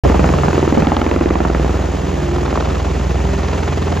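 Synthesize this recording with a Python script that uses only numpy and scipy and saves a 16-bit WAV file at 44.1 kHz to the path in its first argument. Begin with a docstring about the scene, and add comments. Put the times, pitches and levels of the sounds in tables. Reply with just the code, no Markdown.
"""Two tiltrotor aircraft across an airfield: one lifts off, the other waits with rotors turning.
From the start, the lifting rotors throb in the bass over the roar of downwash and the hiss of turbines,
and their blades slap hard against tip vortices. Within half a second the waiting aircraft's blades join
in, swishing at a slightly slower rate. After 1.6 s, with the wheels clear, the slaps thin out. Near 2.3 s
a blade harmonic swells into a growl as the aircraft climbs; a few sharp cracks from either one follow."""
import sys
import numpy as np
from scipy import signal
from scipy.fft import rfft, irfft
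from scipy.io import wavfile
from scipy.ndimage import uniform_filter1d, minimum_filter1d

SR = 44100
rng = np.random.default_rng(int(sys.argv[2]) if len(sys.argv) > 2 else 0)


def dump_mix(stems):
    """Bounce the given channels to the path in sys.argv[1] as a 16-bit WAV at rate SR."""
    frames = np.atleast_2d(stems).T  # one column per channel
    limited = np.clip(frames, -1, 1)  # hard clip at full scale
    pcm = np.round(limited * 32767).astype(np.int16)
    wavfile.write(sys.argv[1], SR, pcm)


N = 176400
T = np.arange(N) / SR
HZ = np.fft.rfftfreq(N, 1 / SR)
BLADE_HZ = 20.68  # blade-passage frequency of the lifting rotors


def amp(db):
    """Decibels to amplitude ratio."""
    return 10 ** (np.asarray(db) / 20)


def unit(x):
    """Normalisation to rms 1."""
    return x / np.sqrt(np.mean(x ** 2) + 1e-20)


def by_hz(points, hz=HZ):
    """Interpolation on a log-frequency axis."""
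    f, value = np.transpose(points)
    return np.interp(np.log(hz + 1), np.log(f + 1), value)


def levels(table):
    """One amplitude envelope for each dB column of a time table."""
    s, *columns = np.transpose(table)
    return [amp(np.interp(T, s, db)) for db in columns]


def drift(rate_hz):
    """Random modulation: low-passed noise of rms 1."""
    spectrum = rfft(rng.standard_normal(N)) * (HZ > 0)
    return unit(irfft(spectrum / (1 + (HZ / rate_hz) ** 4), N))


def pair(a, b):
    """Partial coherence: two unrelated spectra mix as mid and side into left and right."""
    # Each row: frequency in Hz, coherence between the channels.
    coherence = [(100, .99), (330, .8), (600, .5), (950, .58), (1800, .97), (8000, .93)]
    same = np.clip(by_hz(coherence), 0, 1)
    mid, side = a * np.sqrt((1 + same) / 2), b * np.sqrt((1 - same) / 2)
    return irfft([mid + side, mid - side], N)


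def noise(colour):
    """Spectral shaping of white noise, in stereo."""
    white = rfft(rng.standard_normal((2, N)))
    return unit(pair(*white * amp(by_hz(colour))))


def causal(colour):
    """Minimum-phase response: the phase follows from the log gain by Hilbert transform."""
    log_gain = np.log(amp(by_hz(colour, abs(np.fft.fftfreq(N, 1 / SR)))))
    return np.exp(np.conj(signal.hilbert(log_gain)))[:len(HZ)]


def scatter(t60):
    """Scattering from ground and trees: the spectrum of a sparse, decaying tail of echoes."""
    echoes = rng.standard_normal(N) * (rng.random(N) < .05)
    return rfft(unit(echoes * amp(-60 * T / t60))) / np.sqrt(N)


def multipath(drive, colour, echo_db=-16, echo_t60=.11, side_t60=.092):
    """Multipath propagation: coloured pulses arrive directly and as shifting echoes."""
    body = causal(colour)
    echoes = amp(echo_db) * rfft(drive * drift(1.8)) * scatter(echo_t60)
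    side = rfft(drive * drift(16)) * scatter(side_t60)
    return unit(pair(body * (rfft(drive) + echoes), body * side))


def downwash_and_turbines(churn_hz=90, roar_churn_db=2, hiss_churn_db=1):
    """Turbulence noise: the downwash churns and roars under a steadier turbine hiss."""
    # Each row: time in seconds, roar level in dB, hiss level in dB.
    wash_levels = [(0, -16, -33), (.6, -20.5, -33.5), (.85, -19.5, -36), (1.3, -23.5, -39),
                   (1.7, -22.5, -36.5), (2.1, -23, -36.5), (4, -23, -35.5)]
    # Each row of both spectra: frequency in Hz, relative level in dB.
    roar_colour = [(20, -23), (50, -3), (130, 5), (400, 2), (800, -4.5), (1560, -14), (1820, -13),
                   (4000, -46.5)]
    hiss_colour = [(700, -18), (1800, 1.5), (2700, 4), (3800, -2), (5700, -4), (6900, -0.5), (9700, -21),
                   (11500, -27)]
    roar_gain, hiss_gain = levels(wash_levels)
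    churn = drift(churn_hz)
    roar = roar_gain * unit(noise(roar_colour) * amp(roar_churn_db * churn))
    hiss = hiss_gain * noise(hiss_colour) * amp(hiss_churn_db * churn)
    return roar + hiss


def waiting_swish(blade_hz=20.49, first_s=.02, width_s=.0045, uneven_db=2.5):
    """Amplitude-modulated noise: each blade of the waiting aircraft passes with a crackly puff."""
    # Each row: time in seconds, level in dB.
    swish_levels = [(0, -66.5), (.5, -28), (2.2, -38), (2.6, -25.5), (2.9, -31.5), (3.25, -39.5),
                    (3.45, -28), (3.65, -29), (4, -27)]
    # Each row: frequency in Hz, relative level in dB.
    swish_colour = [(100, -30), (400, 9), (1200, 4.5), (1800, -5.5), (3000, -9), (4500, -14.5),
                    (7000, -23.5), (11000, -62)]
    from_blade_s = (((T - first_s) * blade_hz + .5) % 1 - .5) / blade_hz
    puffs = np.exp(-.5 * (from_blade_s / width_s) ** 2) * amp(uneven_db * drift(570))
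    return levels(swish_levels)[0] * unit(puffs) * noise(swish_colour)


def throb(first_s=.024, trim_db=-2, waver_hz=.97, strong_rad=.34, weak_rad=.49, flutter_hz=2.56):
    """Rotational noise: the blades' suction pulses form a harmonic series that wavers in moving air."""
    # Each row: time in seconds, then levels of harmonics 3, 4 and 7 in dB before the trim.
    strong_harmonics = [(0.05, -10.5, -17.5, -57), (0.23, -14.5, -16, -23), (0.54, -28.5, -18.5, -18.5),
                        (1.33, -19.5, -21, -43), (1.63, -14, -28, -18), (1.71, -16.5, -18.5, -36),
                        (2.05, -22, -22, -25.5), (3.25, -15.5, -20.5, -26.5), (3.97, -29.5, -17.5, -28.5)]
    # Each row: harmonic number, mean level in dB.
    weak_harmonics = [(2, -41.5), (5, -42), (6, -35), (9, -33), (19, -36.5)]
    angle = 2 * np.pi * BLADE_HZ * (T - first_s)
    out = np.zeros(N)
    for k, gain in zip((3, 4, 7), levels(strong_harmonics)):
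        out -= amp(trim_db) * gain * np.cos(k * angle + strong_rad * drift(waver_hz))
    for k, db in weak_harmonics:
        gain = amp(db + 3.5 * drift(flutter_hz))
        out -= gain * np.cos(k * angle + weak_rad * np.sqrt(k) * drift(waver_hz))
    return np.sqrt(2) * out


def growl(harmonic=17, peak_s=2.326, width_s=.1, peak_db=-24):
    """One high blade harmonic swells and fades under a Gaussian envelope as the aircraft climbs."""
    swell = np.exp(-.5 * ((T - peak_s) / width_s) ** 2)
    tone = np.cos(2 * np.pi * harmonic * BLADE_HZ * T + .5 * drift(10))
    return amp(peak_db) * swell * unit(tone)


def strikes(delay_s, jitter_s=.0003, uneven_db=1):
    """Quasi-periodic excitation: one impulse per blade passage, uneven in time and strength."""
    passes = np.arange(1, int(N / SR * BLADE_HZ) + 1) / BLADE_HZ
    jitter, size = rng.standard_normal((2, len(passes)))
    arrival_s = passes + np.interp(passes, T, delay_s + np.zeros(N)) + jitter_s * jitter
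    out = np.zeros(N)
    out[np.clip((arrival_s * SR).astype(int), 0, N - 1)] = amp(uneven_db * size)
    return out


def hollow_ring(delay_s, bandwidth_hz=45):
    """Damped resonance: each thump dies away in a short ring of shifting pitch."""
    # Each row: time in seconds, level in dB, centre frequency in Hz.
    resonance = [(.15, -23, 227), (.47, -21, 149), (.58, -21.5, 387), (.72, -21.5, 310), (.82, -15, 178),
                 (.87, -18, 280), (1, -36, 304), (1.22, -16, 340), (1.65, -37.5, 338), (2.7, -36.5, 414)]
    s, db, centre_hz = np.transpose(resonance)
    carrier = np.exp(2j * np.pi * np.cumsum(np.interp(T, s, centre_hz)) / SR)
    pole = np.exp(-np.pi * bandwidth_hz / SR)
    ringing = carrier * signal.lfilter([1], [1, -pole], strikes(delay_s) / carrier)
    return amp(np.interp(T, s, db)) * unit(ringing.imag)


def slaps(delay_s, level_table, split_s=.001238, second_gain=.74, tear_db=-5, tear_s=.0024):
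    """Blade-vortex interaction: a thump, and a double crack with a puff of torn air."""
    # Each row of both spectra: frequency in Hz, relative level in dB.
    thump_colour = [(60, -27.5), (130, -8.5), (230, -0.5), (360, -1.5), (750, -8.5), (6000, -88)]
    crack_colour = [(150, -53), (450, -1), (780, 9), (1350, 1.5), (1600, -8), (2600, -9), (4000, -26.5),
                    (11000, -67)]
    hits = strikes(delay_s)
    double = hits + second_gain * strikes(delay_s + split_s)  # two tip vortices struck in turn
    puff = signal.lfilter([1], [1, -np.exp(-1 / (tear_s * SR))], double) * rng.standard_normal(N)
    crack = unit(double) + amp(tear_db) * unit(puff)
    thump_gain, crack_gain = levels(level_table)
    return thump_gain * multipath(hits, thump_colour) + crack_gain * multipath(crack, crack_colour)


def twin_rotor(delay_s=.0128):
    """Blade-vortex interaction at the lifting aircraft's other rotor, later in each blade period."""
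    # Each row: time in seconds, thump level in dB, crack level in dB.
    slap_levels = [(.6, -24, -44.5), (2.4, -31.5, -34), (2.55, -20.5, -28.5), (2.8, -36.5, -34)]
    return slaps(delay_s, slap_levels)


def near_rotor():
    """Varying travel time: the near rotor's slaps and ring come early or late as the aircraft shifts."""
    # Each row: time in seconds, delay in seconds.
    delays = [(.1, .0015), (.45, -.0012), (.95, -.0002), (1.12, .0015), (1.55, .0012), (2.2, .003),
              (3.5, .001)]
    # Each row: time in seconds, thump level in dB, crack level in dB.
    slap_levels = [(0, -10, -22), (.45, -28.5, -21.5), (.6, -18.5, -23.5), (0.852, -18, -22),
                   (.97, -20.5, -19.5), (1.2, -21, -25), (1.38, -21, -23.5), (1.58, -21.5, -27.5),
                   (1.8, -28, -35.5), (3.2, -36, -55), (4, -28, -40)]
    delay_s = np.interp(T, *np.transpose(delays))
    return slaps(delay_s, slap_levels) + hollow_ring(delay_s)


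def hard_slaps(fade_cycles=.46):
    """Impulsive noise: single sharp blade cracks from either aircraft, each one short pressure wave."""
    # Each row: start in seconds, envelope peak in dB, frequency in Hz.
    impacts = [(.144, -4.5, 800), (.337, -15, 1210), (0.5795, -10, 480), (.6763, -2, 392),
               (0.7242, -10, 310), (0.773, -10, 260), (.871, -8.5, 2900), (.967, -5.5, 3030),
               (1.015, -15.5, 3020), (1.065, -5, 900), (1.113, -11, 2450), (1.304, -9, 1100),
               (1.355, -8, 1100), (1.4035, -6, 650), (1.45, -6, 1000), (1.498, -9.5, 600),
               (1.548, -10.5, 1700), (1.597, -17.5, 2300), (2.557, -8.5, 1000), (2.575, -5, 1000),
               (3.631, -14, 1980), (3.678, -15.5, 1710)]
    out = np.zeros(N)
    for s, db, hz in impacts:
        cycles = np.maximum(T - s, 0) * hz
        age = cycles / fade_cycles
        out += amp(db) * age * np.exp(1 - age) * np.sin(2 * np.pi * cycles)
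    return out


def scene():
    """Superposition of the two aircraft."""
    rotors = throb() + growl() + near_rotor() + hard_slaps() + twin_rotor() + waiting_swish()
    return rotors + downwash_and_turbines()


def record(dry, ceiling=.92, limiter_s=.002, start_s=.036, cutoff_hz=14300):
    """Left-right level and phase differences widen the sound; peak limiting and a low-pass follow."""
    # Each row: frequency in Hz, level of left over right in dB.
    balance = [(60, -.6), (170, -2), (330, -.8), (650, -3), (2000, 0)]
    # Each row: frequency in Hz, phase lead of the left in radians; opposed in phase near 9 kHz.
    lead = [(330, -.15), (520, -1.3), (1200, -.1), (3000, .6), (5300, .55), (5750, -1.6), (6700, -.7),
            (7500, -2.3), (9000, -3.2), (12000, -6.28)]
    half = np.array([[.5], [-.5]])
    heard = irfft(rfft(dry) * amp(half * by_hz(balance)) * np.exp(1j * half * by_hz(lead)), N)
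    size = round(limiter_s * SR)
    gain = minimum_filter1d(ceiling / np.maximum(abs(heard).max(0), ceiling), 2 * size)
    smooth_gain = uniform_filter1d(uniform_filter1d(gain, size), size)
    fade_in = np.clip((T - start_s) / .001, 0, 1)
    lowpass = signal.firwin(511, cutoff_hz, window=("kaiser", 9), fs=SR)
    return signal.oaconvolve(heard * smooth_gain * fade_in, lowpass[None], "same")


dry = scene()
out = record(dry)
dump_mix(out)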